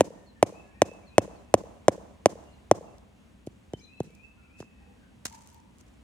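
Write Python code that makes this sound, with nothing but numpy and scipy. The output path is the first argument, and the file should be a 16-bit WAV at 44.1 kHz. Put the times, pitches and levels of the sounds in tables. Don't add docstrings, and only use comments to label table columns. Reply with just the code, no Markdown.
import sys
import numpy as np
from scipy import signal
from scipy.fft import rfft, irfft
from scipy.io import wavfile
from scipy.ndimage import uniform_filter1d

SR = 44100
rng = np.random.default_rng(int(sys.argv[2]) if len(sys.argv) > 2 else 0)


def gain_from_db(level_db):
    decades = np.asarray(level_db, float) / 20
    return 10 ** decades


def bounce(signal):
    frames = np.transpose(np.atleast_2d(signal))
    limited = np.clip(frames, -1, 1)
    pcm = np.round(limited * 32767).astype(np.int16)
    wavfile.write(sys.argv[1], SR, pcm)


N = 265923

# (time [s], swell [dB])
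TRAFFIC_SWELL = [(0, -2.5), (.9, -0.5), (1.4, 1), (2.4, 1.5), (3.0, 0), (3.45, 0.5), (3.85, -2.5),
                 (4.2, -1.5), (5.2, 1), (6.03, 0.5)]
# (frequency [Hz], level per Hz [dB])
HUM_COLOUR = [(13, -56.5), (26, -40), (58, -3), (150, -16), (196, -5.5), (230, -8), (361, -18.5),
              (403, -19.5), (806, -24), (952, -24.5), (1330, -29), (2800, -30), (5000, -40), (6800, -39.5),
              (9750, -44), (15200, -59), (16500, -64.5)]
# (frequency [Hz], likeness [-1..1])
LEFT_RIGHT_LIKENESS = [(60, 1), (130, 0.93), (290, 0.053), (640, 0.081), (1410, 0.18), (3100, -0.095),
                       (6820, 1), (15000, 0.9)]

BLOW_TIMES = [.0078, .4275, .8188, 1.1815, 1.5407, 1.8824, 2.2585, 2.7132]
# (level [dB], pace [ratio], crack [dB], sand [dB])
HARD_BLOWS = [(-2.5, 0.93, 1.5, -52.5), (-1.5, 1.01, 0, -52), (-2.5, 1.0, 1.5, -53), (0, .99, 1, -53.5),
              (-0.5, 1.0, -1.5, -55.5), (-0.5, 0.981, 0.5, -54.5), (-1.5, 1.01, 1, -53),
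              (0, 1.02, -3.5, -55.5)]
TAP_TIMES = [3.4721, 3.7357, 4.0043, 4.6036, 4.6268, 5.2542, 5.8125]
# (level [dB], pace [ratio], crack [dB], sand [dB])
SOFT_TAPS = [
    (-25.5, 0.94, -8, -50),
    (-21.5, 1.07, -9, -44.5),
    (-16, 1.16, -9, -48),
    (-29, 1.08, -2, -49),
    (-37, 2.9, -18, -54),
    (-35, 0.71, -14, -49.5),
    (-46.5, 0.51, -20.5, -56),
]
# (gain [ratio], ring [kHz], extra early turns [rad / 2 pi], stiffening [ms],
# contact [ms], lift-off [ms], slab rise [ms], bass cut [Hz], crack lead [ms])
HARD_HEAD = (2.65, .48, .47, 1.22, 1.84, .85, 8, 134, 0)
SOFT_HEAD = (1.52, .28, .9, 1.15, 2.89, 1, .13, 160, .6)
# (frequency [Hz], signed gain [ratio], 60 dB fade [ms], side share [ratio])
SLAB_MODES = [(98, .46, 45, .03), (216, -.6, 30, .05), (302, -1.79, 22, .03), (550, 1.68, 18, .14),
              (975, -1.61, 12, .6)]
# (frequency [Hz], signed gain [ratio], 60 dB fade [ms], side share [ratio])
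EDGE_MODES = [(94, 1.26, 49, .05), (143, -1.36, 28, .05), (256, .05, 60, .1), (554, 1.16, 11, .1)]
# (frequency [Hz], level per Hz [dB])
CRACK_COLOUR = [(900, -25), (1500, -3.5), (2100, 2), (3000, -0.5), (4200, -7.5), (5200, -5.5), (6500, -0.5),
                (9000, -7), (10500, -13), (12000, -19.5), (14000, -25.5), (16800, -37.5)]
# (frequency [Hz], level per Hz [dB])
GRAIN_COLOUR = [(300, -23.5), (800, -9), (2000, -10), (3500, -13.5), (5000, -11), (6500, -6), (9000, -13),
                (11000, -21), (14000, -26.5), (16500, -31.5)]
# (frequency [Hz], lead [rad])
PORT_LEAD = [(0, 0), (430, .2), (1120, .9), (2070, 1.1), (3000, 1.6), (4300, 1.7), (6500, 2.1), (7800, 4.3),
             (11500, 5.2), (14500, 5.7), (16500, 6.2)]
# (frequency [Hz], level [dB])
PORT_LEVEL = [(60, 0), (2200, -.5), (3100, 1.5), (6000, .4), (8300, -5), (11000, 5.5), (16000, 5)]

WALL_DELAYS = [35.5, 41, 55, 71, 95, 129.5, 148, 185]
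# (level [dB], ring [Hz], ring width [Hz], treble [dB])
WALL_ECHOES = [(-32.5, 410, 530, -47), (-22, 200, 250, -53), (-26, 225, 245, -53), (-34.5, 180, 430, -52),
               (-25.5, 480, 150, -44.5), (-36.5, 279.6, 1300, -47.5), (-45, 1100, 900, -56),
               (-55.5, 600, 600, -58)]
# (frequency [Hz], level [dB])
YARD_COLOUR = [(40, -7.5), (120, 8), (250, 5), (400, -2.5), (600, -6), (900, 0), (1300, 0.5), (2200, -8.5),
               (5000, -12.5), (16800, -25)]

# (time of peak [s], level [dB])
BEARING_TURNS = [(0.586, -64.5), (0.871, -63), (1.165, -65), (3.936, -61.5), (4.245, -62), (4.575, -60.5)]
# (start [s], length [s], first pitch [Hz], last pitch [Hz], level [dB])
FAR_NOTES = [(.1, .24, 1876, 1790, -77.5), (.35, .05, 1758, 1860, -73), (0.602, .2, 1700, 1680, -77),
             (.73, 0.088, 1830, 1850, -72), (.62, .15, 2190, 2170, -85), (2.44, .16, 2820, 2810, -81),
             (2.85, 0.1, 2700, 2660, -74), (3.147, .08, 2690, 2700, -80), (3.808, 0.089, 4050, 4000, -66.5),
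             (3.901, 0.18, 4020, 4050, -80), (4.36, 0.22, 1400, 1370, -78), (4.68, 0.3, 1900, 1890, -80),
             (4.757, .25, 1645, 1650, -84.5), (5.0, .11, 1600, 1490, -76), (4.8, 0.15, 815, 800, -73.5),
             (4.82, 0.17, 465.5, 490, -73), (5.299, 0.091, 905, 923, -62), (5.376, 0.13, 935, 950, -67.5),
             (5.501, 0.169, 937, 884, -68.5), (5.62, .16, 965, 950, -80)]
# (start [s], length [s], first pitch [Hz], last pitch [Hz], level [dB])
FAR_SLIDES = [(1.06, .05, 4380, 3850, -69.5), (1.35, .055, 4600, 3850, -73),
              (2.515, 0.045, 4300, 4010, -72), (3.732, 0.022, 3070, 3020, -60),
              (3.785, .03, 2600, 4000, -74), (3.787, .022, 4170, 6400, -62),
              (3.795, 0.051, 5860, 6850, -68), (3.83, 0.026, 6600, 5600, -71),
              (3.835, .05, 3990, 3240, -72.5), (0.257, 0.063, 4500, 3850, -71.5),
              (4.62, .03, 5150, 5000, -75)]

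# (time [s], level [dB], pitch [Hz])
GRIT_CLICKS = [(2.983, -47, 4260), (3.2314, -67.5, 3610), (3.4665, -41, 6560), (4.0012, -42, 8740),
               (4.0333, -45.5, 7670), (4.1061, -49, 3730), (4.1505, -46, 6020), (4.5933, -48, 7690),
               (5.2528, -23.5, 6700), (5.2656, -28.5, 6010), (5.2988, -40, 4060), (5.3256, -39, 4240),
               (5.3395, -44, 5040), (5.3531, -45, 6030), (5.3813, -54.5, 6100), (5.4157, -54, 5890),
               (5.421, -44, 5080), (5.4741, -37, 4620), (5.4927, -50.5, 8070), (5.5008, -41, 4470),
               (5.5278, -50, 4740), (5.536, -53, 8070), (5.545, -43, 7110), (5.5617, -56.5, 7030),
               (5.5844, -59, 3710), (5.7846, -47, 5190), (5.8102, -43.5, 3650)]
# (time of peak [s], peak [dB], rise over 20 dB [ms], fall over 20 dB [ms])
GLOVE_STROKES = [(3.472, -50, 11, 7), (4.153, -57, 9.2, 12), (4.24, -70.5, 30, 120), (4.604, -51, 35, 45.5),
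                 (5.254, -27, 2, 26.5), (5.345, -50.5, 80, 90), (5.42, -54.5, 40, 100),
                 (5.495, -58.5, 68, 98), (5.545, -63.5, 50, 100), (5.812, -61, 83, 28),
                 (5.885, -66, 44, 30), (5.94, -66, 10, 23)]


def shape(table, length, low=0, high=1e9):
    hz = np.arange(length // 2 + 1) * SR / length + 1e-3
    f, db = np.transpose(table)
    gain = gain_from_db(np.interp(np.log(hz), np.log(f), db, -120, -120))
    return gain * (hz >= low) * (hz < high)


def colour(x, table, low=0, high=1e9):
    y = irfft(rfft(x) * shape(table, x.shape[-1], low, high), x.shape[-1])
    return y / np.sqrt(np.mean(y ** 2))


def causal(x, table):
    cepstrum = irfft(np.log(shape(table, 1024) + 1e-3))
    fold = np.r_[1, 2 * np.ones(511), 1, np.zeros(511)]
    taps = irfft(np.exp(rfft(cepstrum * fold)))[:400]
    return signal.lfilter(taps / np.sqrt(np.sum(taps ** 2)), 1, x)


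def band(x, hz, width_hz):
    return signal.lfilter(*signal.iirpeak(hz, hz / width_hz, SR), x)


def walk(rate, channels=1):
    k = int(SR / rate)
    held = np.repeat(rng.standard_normal((channels, N // k + 1)), k, axis=1)
    return 1.3 * uniform_filter1d(uniform_filter1d(held, k), k)[:, :N]


def add(track, s, x):
    i = int(s * SR)
    track[:, i:i + x.shape[-1]] += x[..., :N - i]


def ports(x):
    log_hz = np.log(np.arange(len(x) // 2 + 1) * SR / len(x) + 1)

    def at_bins(table):
        f, value = np.transpose(table)
        return np.interp(log_hz, np.log(f + 1), value)

    half = gain_from_db(at_bins(PORT_LEVEL) / 2) * np.exp(.5j * at_bins(PORT_LEAD))
    both = irfft(rfft(x) * np.array([half, 1 / half]), len(x))
    return both * (np.arange(len(x)) < len(x) - 200)


def air():
    swell = np.interp(np.arange(N) / SR, *np.transpose(TRAFFIC_SWELL))
    settle = .24 * (np.arange(N) - N / 2) / SR
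    rumble_db = -59 + swell
    drone_db = -60 + .55 * swell - settle
    hiss_db = -64.5 + .5 * swell - settle
    f, like = np.transpose(LEFT_RIGHT_LIKENESS)
    log_hz = np.log(np.arange(N // 2 + 1) * SR / N + 1)
    like = np.clip(np.interp(log_hz, np.log(f), like), -.95, .98)
    mid, side = rfft(rng.standard_normal((2, N))) * np.sqrt([1 + like, 1 - like])
    noise = irfft([mid + side, mid - side], N)
    out = np.zeros((2, N))
    for db, low, high in ((rumble_db, 0, 160), (drone_db, 160, 330), (hiss_db, 330, 17000)):
        out += colour(noise, HUM_COLOUR, low, high) * gain_from_db(db + .54 * walk(9.1))
    return out


def blow(head, modes, pace, crack_db, sand_db):
    gain, khz, early, stiff, contact, lift, rise, cut, lead = head
    port_lag = 3.5
    clock = (np.arange(12000) - np.array([[0], [port_lag]])) / SR * 1000
    ms = pace * np.maximum(clock - lead, 0)
    squash = 1 - np.exp(-ms / stiff)
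    touching = 1 / (1 + np.exp(np.minimum((ms - contact) / lift, 50)))
    out = -gain * squash * touching * np.sin(2 * np.pi * (khz * ms + early * squash))
    for hz, size, t60, side in modes:
        angle = 2 * np.pi * hz * (1 + .01 * rng.standard_normal()) * ms / 1000
        swell = size * gain_from_db(.8 * rng.standard_normal())
        swell = swell * (1 - np.exp(-ms / rise)) * gain_from_db(-60 * ms / t60)
        out = out + swell * (np.sin(angle) + side * np.cos(angle) * [[1], [-1]])
    out = signal.lfilter(*signal.butter(2, cut, "high", fs=SR), out)
    ms = clock[0]
    fade = .12 * np.exp(-ms / .18) + .07 * np.exp(-ms / 3.5) + .001 * np.exp(-ms / 8)
    rattle = rng.standard_normal(len(ms)) * fade
    click = -1.25 * (ms == 0)
    crack = ports(np.roll(causal(rattle + click, CRACK_COLOUR), 4))
    fall = np.clip((ms - 31) / 9, 0, 1) * (np.exp(-(ms / 62) ** 4) + .6 * np.exp(-ms / 140))
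    grains = gain_from_db(2.8 * rng.exponential(size=len(ms)))
    sand = colour(rng.standard_normal(out.shape) * grains, GRAIN_COLOUR)
    return out + gain_from_db(crack_db) * crack + gain_from_db(sand_db) * fall * sand


def knocks():
    out = np.zeros((2, N))
    hard = BLOW_TIMES, HARD_BLOWS, HARD_HEAD, SLAB_MODES
    soft = TAP_TIMES, SOFT_TAPS, SOFT_HEAD, EDGE_MODES
    for times, table, head, modes in (hard, soft):
        lead_s = head[-1] / 1000
        for s, (db, *touch) in zip(times, table):
            add(out, s - lead_s, gain_from_db(db) * blow(head, modes, *touch))
    return out


def yard(x):
    out = np.zeros((2, N))
    treble = signal.lfilter(*signal.butter(2, [1500, 6500], "band", fs=SR), x)
    for ms, (db, hz, width_hz, treble_db) in zip(WALL_DELAYS, WALL_ECHOES):
        dull = band(band(x.mean(axis=0), hz, width_hz), hz, width_hz)
        add(out, ms / 1000, gain_from_db(db) * dull + gain_from_db(treble_db) * treble)
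    level_db, t60_s = -68, .86
    t = np.arange(SR) / SR
    tail = rng.standard_normal((2, SR)) * gain_from_db(-60 * t / t60_s) * np.clip((t - .014) / .012, 0, 1)
    near = gain_from_db(-2) * np.clip((.078 - t) / .008, 0, 1)
    far = gain_from_db(-.5) * np.clip((t - .095) / .02, 0, 1)
    mid, side = tail * (.17 + near + far) * gain_from_db(1.8 * walk(120)[0, :SR])
    tail = causal(np.array([mid + .8 * side, mid - .8 * side]), YARD_COLOUR)
    return out + gain_from_db(level_db) * signal.fftconvolve(x, tail, axes=1)[:, :N]


def squeal_paths():
    turn_hz, scoop_hz, scoop_s, scoop_db = 2615, 2310, .16, -11.5
    swell_s, drop_s, drop_db = .048, .062, -11
    linger_s, linger_db_per_s = .38, 26
    for s, db in BEARING_TURNS:
        scoop_path = [scoop_hz, turn_hz - 170, turn_hz - 80]
        yield [s - scoop_s, s - swell_s, s], scoop_path, db + scoop_db + np.array([-3, 0, -3])
        times = s + np.array([-swell_s, 0, drop_s, linger_s])
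        pitch = turn_hz + np.array([-90, 1.5, -10.5, -25])
        yield times, pitch, db + np.array([drop_db, 0, drop_db, drop_db - linger_db_per_s * linger_s])
    arch_db = 8.5
    part = np.array([0, .3, 1])
    for s, length, first_hz, last_hz, db in [*FAR_NOTES, *FAR_SLIDES]:
        pitch = first_hz + (last_hz - first_hz) * part
        yield s + length * part, pitch, db - arch_db * np.array([.5, 0, 1])


def squeals():
    out = np.zeros((2, N))
    waver = 2.3 * walk(90, channels=2)
    throb = 3.0 * walk(60, channels=2)
    for s, hz, db in squeal_paths():
        t = np.arange(s[0], s[-1], 1 / SR)
        start = rng.integers(N // 2)
        own = slice(start, start + len(t))
        edge = np.clip(np.minimum(t - s[0], s[-1] - t) / .01214, 0, 1)
        angle = 2 * np.pi * np.cumsum(np.interp(t, s, hz)) / SR + waver[:, own]
        level = gain_from_db(np.interp(t, s, db) + 6.5 + throb[:, own])
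        add(out, s[0], edge * level * np.sin(angle))
    blur = rng.standard_normal((2, SR // 4)) * gain_from_db(-60 * np.arange(SR // 4) / SR / .25)
    blur = signal.lfilter(*signal.butter(2, 4200, fs=SR), blur)
    return out + gain_from_db(-28.0) * signal.fftconvolve(out, blur, axes=1)[:, :N]


def glove():
    t = np.arange(N) / SR
    out = np.zeros((2, N))
    grains = gain_from_db(2.8 * rng.exponential(size=N) + 3.5 * walk(220))
    rub = colour(rng.standard_normal((2, N)) * grains, GRAIN_COLOUR)
    for s, db, rise, fall in GLOVE_STROKES:
        away = np.maximum((s - t) / rise, (t - s) / fall)
        out += rub * gain_from_db(db - 5 - 19100 * away)
    t = t[:600]
    for s, db, hz in GRIT_CLICKS:
        burst = rng.standard_normal(600) * np.exp(-np.abs(t - .001) / .0007) * (t > .001)
        click = band(band(burst, hz, 1.2 * hz), 7100, 7000)
        add(out, s - .001, gain_from_db(db + 1.5) * ports(click))
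    return out


def scene():
    background = air()
    near = knocks()
    return background + near + yard(near) + squeals() + glove()


def low_pass(x):
    return signal.sosfilt(signal.butter(12, 16860, fs=SR, output="sos"), x)


def record(dry):
    top = .99
    hiss = gain_from_db(-87.5) * np.diff(rng.standard_normal((2, N + 1)))
    held = dry / (1 + (np.abs(dry) / top) ** 8) ** (1 / 8)
    return low_pass(held + hiss)


dry = scene()
out = record(dry)
bounce(out)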